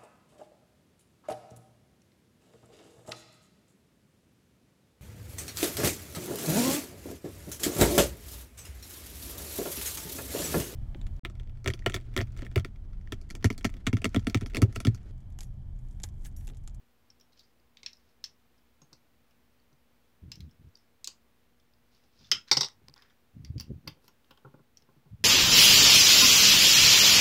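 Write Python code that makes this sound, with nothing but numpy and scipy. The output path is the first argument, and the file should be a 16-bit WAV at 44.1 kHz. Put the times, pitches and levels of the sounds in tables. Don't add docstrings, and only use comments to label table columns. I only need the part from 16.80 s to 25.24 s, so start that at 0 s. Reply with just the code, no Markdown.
import sys
import numpy as np
from scipy import signal
from scipy.fft import rfft, irfft, next_fast_len
from scipy.io import wavfile
from scipy.ndimage import uniform_filter1d, map_coordinates

SR = 44100
rng = np.random.default_rng(int(sys.argv[2]) if len(sys.argv) > 2 else 0)


def to_wav(s):
    ch = np.atleast_2d(s).T
    pcm = np.round(np.clip(ch, -1, 1) * 32767)
    wavfile.write(sys.argv[1], SR, pcm.astype(np.int16))


def volts_from_db(level):
    exponent = np.asarray(level, float) / 20
    return 10 ** exponent


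N = 372202
SIZE = 16384

# freq_hz, density_db
HISS = [(12, -40.5), (30, -24), (55, 4), (120, -9), (250, -10), (500, -13.5), (1000, -17), (2200, -20),
        (4000, -24.5), (7500, -31), (10500, -31.5), (14500, -28), (15700, -28.5), (16100, -71)]
# freq_hz, rms_db, waver_hz
HUM = [(55, -86.5, 6.9), (118, -85, 5.1), (237.6, -80.5, 3.1), (474, -89, 4.2)]
# freq_hz, t60_s
ROOM_DECAY = [(150, 0.12), (1000, .22), (5000, 0.15), (8000, 0.19), (15000, 0.12)]
# freq_hz, level_db
WALLS = [(300, 6.5), (1500, -1.5), (3200, -2), (5200, -6.5), (8000, -7.5), (15000, -8)]
# t60_s, over_late_tail_db
EARLY = (0.024, 3)

# freq_hz, width_hz, level_db
HOLLOW = [(1180, 600, -12), (1750, 400, -5), (2140, 500, -0.5), (2650, 400, -0.5), (3280, 1100, 2.5)]
# freq_hz, width_hz, level_db
SHELL = [(4160, 1000, -11), (5300, 1500, -4.5), (6420, 1270, -16), (7600, 3600, -20.5)]
# freq_hz, width_hz, level_db
EDGE = [(8300, 1200, -6.5), (11100, 3000, 5.5), (13900, 3500, 8)]
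# freq_hz, width_hz, level_db
STUD = [(2600, 370, -8.5), (3850, 750, -6), (6660, 1400, -1.5), (7940, 1000, -7)]
# freq_hz, width_hz, level_db
PLATE = [(1370, 51, -15), (2670, 110, -12), (3170, 49, -3), (4700, 26, -7.5), (4530, 22, -12),
         (5150, 73, 2.5), (5645, 34, -8.5), (6350, 24, -10.5)]
# freq_hz, width_hz, level_db
TALL_PIECE = [(851, 39, -15), (2000, 36, -13.5), (3740, 110, -3), (3870, 32, -9), (4420, 48, -1.5),
              (4840, 44, 2.5), (5080, 62, -1.5), (5150, 15, -1), (5540, 200, 1.5), (8200, 280, -16.5),
              (12600, 1300, -32), (1050, 120, -17.5)]
# freq_hz, width_hz, level_db
WALLED = [(1090, 160, -7.5), (1460, 100, -8), (1700, 50, -11), (2730, 100, -19), (3180, 230, 3),
          (3600, 180, 3), (5160, 230, -3.5)]
# freq_hz, width_hz, level_db
WOOD = [(142, 43, 1.5), (222, 54, -9), (301.5, 70, -6.5), (398, 65, -6.5), (525, 90, -10),
        (863, 133, -12.5), (1075, 190, -13), (1404, 240, -16.5)]

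# start_s, peak_db, strongest_mode_hz, body_db, brightness_db
SNAPS = [(0.3024, -46, 5260, -26, -38), (0.5937, -47.5, 4460, -48, -24), (0.971, -40.5, 3850, -12, -33),
         (1.0318, -38.5, 3980, -21, -48), (1.062, -25, 5420, -26, -55), (1.132, -41, 5270, -38, -32),
         (1.4407, -26, 5200, -20, -28.5), (1.4478, -35, 5400, -26, -35), (1.4602, -40, 5360, -39, -39),
         (2.0178, -50.5, 6500, -24, -37), (2.1302, -43, 4540, -33, -27),
         (3.5179, -30.5, 5140, -16.5, -25.5), (3.5562, -44, 5900, -22, -26),
         (3.6056, -41.5, 3840, -17, -25), (3.9545, -45, 4750, -37, -33),
         (6.6482, -37.5, 4770, -19.5, -23.5), (6.781, -40, 4960, -17, -28),
         (6.7989, -28.5, 4710, -18.5, -17), (6.8084, -32, 5150, -17.5, -11),
         (7.2802, -43.5, 5980, -20.5, -19), (7.9718, -42, 6000, -23, -25.5)]
# start_s, peak_db, strongest_mode_hz
TICKS = [(0.399, -55, 5550), (0.4103, -53, 5400), (0.5305, -58.5, 4400), (0.5594, -72, 4640),
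         (0.6076, -56, 3860), (0.799, -65, 4500), (1.1694, -57, 5240), (1.78, -66, 5160),
         (2.509, -61, 2650), (2.7994, -66, 4500), (2.9294, -60, 6100), (3.6954, -62, 3380),
         (3.7114, -58, 5500), (3.9714, -54, 4870), (4.799, -62, 3400), (4.937, -61, 4950),
         (5.1483, -59, 5300), (5.2387, -64, 5660), (8.0219, -54.5, 5150)]
# body_db, brightness_db, chatter_ms
TICK = (-24, -23, 4.4)
# start_s, peak_db, mode_hz, skid_ms
SKIDS = [(0.522, -66, 4420, 50), (0.6, -57, 4320, 25), (0.632, -62.5, 5020, 77), (1.142, -67, 5300, 64),
         (1.29, -69, 5300, 30), (3.985, -63.5, 5200, 66), (5.39, -55.5, 4900, 56), (5.445, -53, 3600, 50),
         (5.678, -49, 4000, 40), (6.19, -56, 1650, 30), (6.305, -57.5, 1700, 40)]
# body_db, brightness_db
SKID = (-31, -33.5)
# peak_s, rise_s, fall_s, level_db, hollow_db
RUBS = [(0.59, 0.041, 0.046, -72.5, -32), (1.002, .012, .02, -76, -10), (1.21, .1, .08, -81, -15),
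        (1.31, .04, .02, -83, -18), (5.154, .06, .05, -75, -17), (5.246, .04, .04, -80.5, -9),
        (5.41, 0.096, .04, -71.5, -20), (5.465, 0.057, 0.045, -63, -11), (5.685, 0.015, .035, -58.5, -2),
        (6.172, .016, .06, -72.5, 5), (6.226, .015, 0.0804, -75.5, 7.5)]
# peak_s, rise_s, fall_s, level_db, plastic_db
SWIPES = [
    (7.24, 0.024, .04, -75.5, 3),
]
# freq_hz, density_db
SCUFF = [(1500, -58.5), (2500, -8.5), (3400, -5.5), (5240, -0.5), (7000, -13.5), (9000, -50)]
# freq_hz, density_db
SCRAPE = [(500, -50.5), (1100, -5.5), (1750, -1), (2400, -10), (4000, -51.5)]
# freq_hz, density_db
SWISH = [(6000, -35), (8000, -1.5), (15000, -0.5), (16500, -28)]
# start_s, peak_db, hardness_db
TAPS = [(1.031, -61, -3), (2.017, -55, -22), (2.125, -52.5, -11), (2.921, -59.5, -24), (4.272, -49, 3),
        (5.408, -55, -24), (5.514, -40.5, -4), (5.712, -24.5, 6), (5.767, -30, -6), (5.809, -34.5, 2.5),
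        (5.832, -39, -2), (6.014, -59, -26), (6.084, -55, -26.5), (6.161, -54, 13), (6.221, -60, -3),
        (6.798, -52.5, -1), (7.071, -39, -12), (7.169, -57, -11.5), (7.241, -57.5, -14), (7.28, -56.5, 2),
        (7.507, -49, 1), (7.574, -58.5, 8.5), (7.647, -42.5, -18), (7.74, -45, -18), (7.792, -53, -19),
        (8.022, -60, -23), (8.087, -53, -19), (8.162, -55, -29), (8.256, -53.5, -20.5)]
# peak_s, rise_s, fall_s, rumble_db, roughness_db
DRAGS = [(3.43, .01, 0.11, -44.5, -11), (3.64, 0.07, 0.082, -45, -9.5), (3.805, 0.016, 0.028, -50, -11),
         (3.848, 0.011, 0.047, -48.5, -15), (5.42, 0.031, 0.065, -59, -9), (5.54, .05, 0.064, -54.5, -1),
         (5.73, .015, 0.12, -50.5, -14), (6.05, 0.11, .1, -64, -10), (6.567, .022, 0.12, -41.5, -10),
         (6.71, 0.027, 0.041, -41, -19), (6.77, 0.021, 0.017, -30.5, -9), (6.81, 0.019, 0.045, -46, -11),
         (6.916, 0.044, 0.064, -35, -9), (7.09, 0.077, 0.053, -53.5, -9), (8.33, .025, 0.031, -43, -27),
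         (8.41, .025, .09, -51.5, -9)]
# freq_hz, density_db
PUSH = [(20, -58), (40, -9), (75, 5.5), (150, -2.5), (250, -21.5), (400, -59), (800, -150)]
# freq_hz, density_db
GRIT = [(100, -39), (200, -7), (300, -10), (600, -32.5), (900, -65.5), (1500, -150)]
# start_s, peak_db, strongest_mode_hz, body_db, brightness_db
SEATS = [
    (4.2444, -28, 5000, -36, -22),
    (4.2740, -23, 4680, -24, -24.5),
]
# start_s, peak_db, strongest_mode_hz, body_db
DROPS = [
    (5.5155, -8.5, 5150, -19),
    (5.5295, -24.5, 5150, -15),
    (5.7138, -4.5, 5070, -17),
    (5.7275, -12.5, 4540, -27.5),
    (5.7698, -10, 5550, -21),
    (5.8087, -13, 5450, -26.5),
    (5.8309, -18, 4700, -14.5),
    (5.8444, -20.5, 4420, -25),
    (5.8574, -28.5, 5190, -26),
]
# start_s, peak_db, strongest_mode_hz, chatter_ms
NUDGES = [
    (6.162, -53, 3430, 5.2),
    (6.2222, -46, 1750, 5),
    (6.2594, -65, 2795, 4),
    (6.2994, -59.5, 3130, 7),
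    (7.0757, -28, 4700, 9.4),
    (7.5088, -46, 2730, 11),
    (7.5747, -53.5, 3180, 4.9),
]
# body_db, brightness_db
NUDGE = (-15, -18)


def unit(x):
    return x / np.sqrt(np.mean(x ** 2) + 1e-20)


def along(points, hz):
    f, v = np.transpose(points)
    return np.interp(np.log(hz + 1), np.log(f + 1), v)


def wobble(rate):
    knots = rng.standard_normal(int(N * rate / SR) + 4)
    return map_coordinates(knots, [np.arange(N) * rate / SR])


def coloured(x, spectrum):
    m = next_fast_len(N + 8192)
    gain = volts_from_db(along(spectrum, np.fft.rfftfreq(m, 1 / SR)))
    return unit(irfft(rfft(x, m) * gain, m)[:N])


def room_tone():
    t = np.arange(N) / SR
    tone = volts_from_db(-70 + 0.4 * wobble(3.7)) * coloured(rng.standard_normal(N), HISS)
    for hz, db, waver_hz in HUM:
        cycles = hz * t + waver_hz * np.cumsum(wobble(7.8)) / SR
        tone += volts_from_db(db + 5 + 0.73 * wobble(9.5)) * np.sin(2 * np.pi * cycles)
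    return tone


def room():
    hz, t, z = signal.stft(rng.standard_normal(SR // 3), SR, nperseg=64)
    early_t60, early_db = EARLY
    late = volts_from_db(-60 * t / along(ROOM_DECAY, hz)[:, None])
    decay = late + volts_from_db(early_db - 60 * t / early_t60)
    tail = signal.istft(z * volts_from_db(along(WALLS, hz))[:, None] * decay, SR, nperseg=64)[1]
    gap = round(0.002 * SR)
    return np.pad(tail / np.linalg.norm(tail), (gap, SIZE - gap - len(tail)))


def power(modes):
    f = np.fft.rfftfreq(SIZE, 1 / SR)
    centre, width, db = np.transpose(modes)[:, :, None]
    damping = (f * width) ** 2
    one = damping / ((centre * centre - f * f) ** 2 + damping)
    uneven_db = 1.5 * rng.standard_normal(centre.shape)
    return (volts_from_db(2 * (db + uneven_db)) * one ** 2).sum(axis=0)


def causal(energy):
    c = irfft(0.5 * np.log(energy + 1e-12), SIZE)
    c[1:SIZE // 2] *= 2
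    c[SIZE // 2 + 1:] = 0
    return np.exp(rfft(c))


def add(track, s, sound):
    track[round(s * SR):][:len(sound)] += sound


def contact(own, wet_db, hz, body_db, bright_db, chatter_ms, narrow_db=0):
    t, f = np.arange(SIZE) / SR, np.fft.rfftfreq(SIZE, 1 / SR)
    fade = volts_from_db(-20 * t / (0.0011 * max(chatter_ms, 0.3))) + 0.99 * volts_from_db(-20 * t / 0.0015)
    force = rng.standard_normal(SIZE) * fade * (1 - np.exp(-t / 0.0004))
    force = force / np.linalg.norm(force)

    shell = volts_from_db(-5 - 2 * narrow_db) * power(SHELL) + power([(hz, 620, 0)])
    shell = shell + volts_from_db(2 * body_db + 8) * power(HOLLOW)
    dull_hz = 11100 + 93 * bright_db
    energy = shell / (0.5 + (f / dull_hz) ** 8) + volts_from_db(2 * bright_db - 12) * power(EDGE)
    grip = map_coordinates(rng.standard_normal(256), [np.minimum(f / 351, 255)])
    energy = energy * volts_from_db(2 * 3.5 * grip) + own

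    even = np.sqrt(np.abs(uniform_filter1d(energy, size=45)))
    x = irfft(rfft(force) * causal(energy) + volts_from_db(wet_db) * rfft(room()) * even, SIZE)
    return x / np.abs(x).max()


def click(track, s, db, own, *settings):
    add(track, s - 0.0005, volts_from_db(db + 0.5) * contact(own, -4, *settings))


def snaps():
    out = np.zeros(N + SR)
    for s, db, hz, body_db, bright_db in SNAPS:
        click(out, s, db, 0, hz, body_db, bright_db, 4)
    return out[:N]


def ticks():
    out = np.zeros(N + SR)
    for s, db, hz in TICKS:
        click(out, s, db, 0, hz, *TICK, 4)
    return out[:N]


def skids():
    out = np.zeros(N + SR)
    for s, db, hz, skid_ms in SKIDS:
        click(out, s, db, 0, hz, *SKID, skid_ms, 4)
    return out[:N]


def slips(rate, spread_db):
    happens = rng.random(N) < rate / SR
    return happens * rng.choice([-1, 1], N) * volts_from_db(spread_db * rng.standard_normal(N))


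def strokes(rows):
    peak, rise, fall, db, second_db = np.transpose(rows)[:, :, None]
    t = np.arange(0, N, 32) / SR
    span = np.maximum(np.where(t < peak, rise, fall), 0.005)
    gain = volts_from_db(db - 14.5 * ((t - peak) / span) ** 2)
    return [np.interp(np.arange(N) / SR, t, g.sum(axis=0)) for g in (gain, gain * volts_from_db(second_db))]


def rub():
    level, hollow = strokes(RUBS)
    skin, plastic = strokes(SWIPES)
    grains = unit(slips(rate=2700, spread_db=5.5)) + 0.7 * rng.standard_normal(N)
    layers = (level + plastic) * coloured(grains, SCUFF)
    layers += (skin + level * volts_from_db(-25)) * coloured(grains, SWISH)
    layers += hollow * coloured(grains, SCRAPE)
    return volts_from_db(2.6 * wobble(60)) * layers


def taps():
    out, t = np.zeros(N + SR), np.arange(SIZE) / SR
    for s, db, hardness_db in TAPS:
        modes = []
        for hz, width, level in WOOD:
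            height = np.clip(np.log2(hz / 145) / 3.2, 0, 1)
            modes.append((hz, width, level + (hardness_db + 15) * height))
        push = (t < 1 / SR) + 0.11 * rng.standard_normal(SIZE) * volts_from_db(-20 * t / 0.018)
        knock = irfft(rfft(push + volts_from_db(-1.5) * room()) * causal(power(modes)), SIZE)
        add(out, s + 0.0014, volts_from_db(db + 1.5) * knock / np.abs(knock).max())
    return out[:N]


def drag():
    low, rough = strokes(DRAGS)
    jerks = slips(rate=350, spread_db=3)
    lumps = volts_from_db(-5 + 3.5 * wobble(28))
    return low * coloured(jerks, PUSH) + rough * lumps * coloured(jerks, GRIT)


def seats():
    out = np.zeros(N + SR)
    for s, db, hz, body_db, bright_db in SEATS:
        click(out, s, db, power(STUD), hz, body_db, bright_db, 4.5)
    return out[:N]


def drops():
    out = np.zeros(N + SR)
    flat = (DROPS[:2], PLATE, 6, 7.7)
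    tall = (DROPS[2:], TALL_PIECE, 2, 13)
    for rows, piece, ring_db, chatter_ms in (flat, tall):
        modes = [(f, 2 * width + 170, level + ring_db) for f, width, level in piece]
        for s, db, hz, body_db in rows:
            bright_db = -21 + 1.1 * db
            hit = contact(power(modes), -2, hz, body_db, bright_db, chatter_ms)
            add(out, s - 0.0005, volts_from_db(db) * hit)
    return out[:N]


def nudges():
    out = np.zeros(N + SR)
    for s, db, hz, chatter_ms in NUDGES:
        click(out, s, db, power(WALLED), hz, *NUDGE, chatter_ms, 4)
    return out[:N]


def scene():
    bricks = snaps() + ticks() + skids() + seats() + drops() + nudges()
    hands = rub() + taps() + drag()
    return (room_tone() + bricks + hands)[None]


def low_pass(x):
    return signal.sosfilt(signal.butter(12, 16710, fs=SR, output="sos"), x)


def record(dry):
    f = np.fft.rfftfreq(N, 1 / SR)
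    bass_cut = (1j * f / (35 + 1j * f)) ** 2
    limited = irfft(rfft(dry) * (f < 16300) * bass_cut, N)
    return low_pass(limited - 0.0004)


dry = scene()
out = record(dry)
to_wav(out)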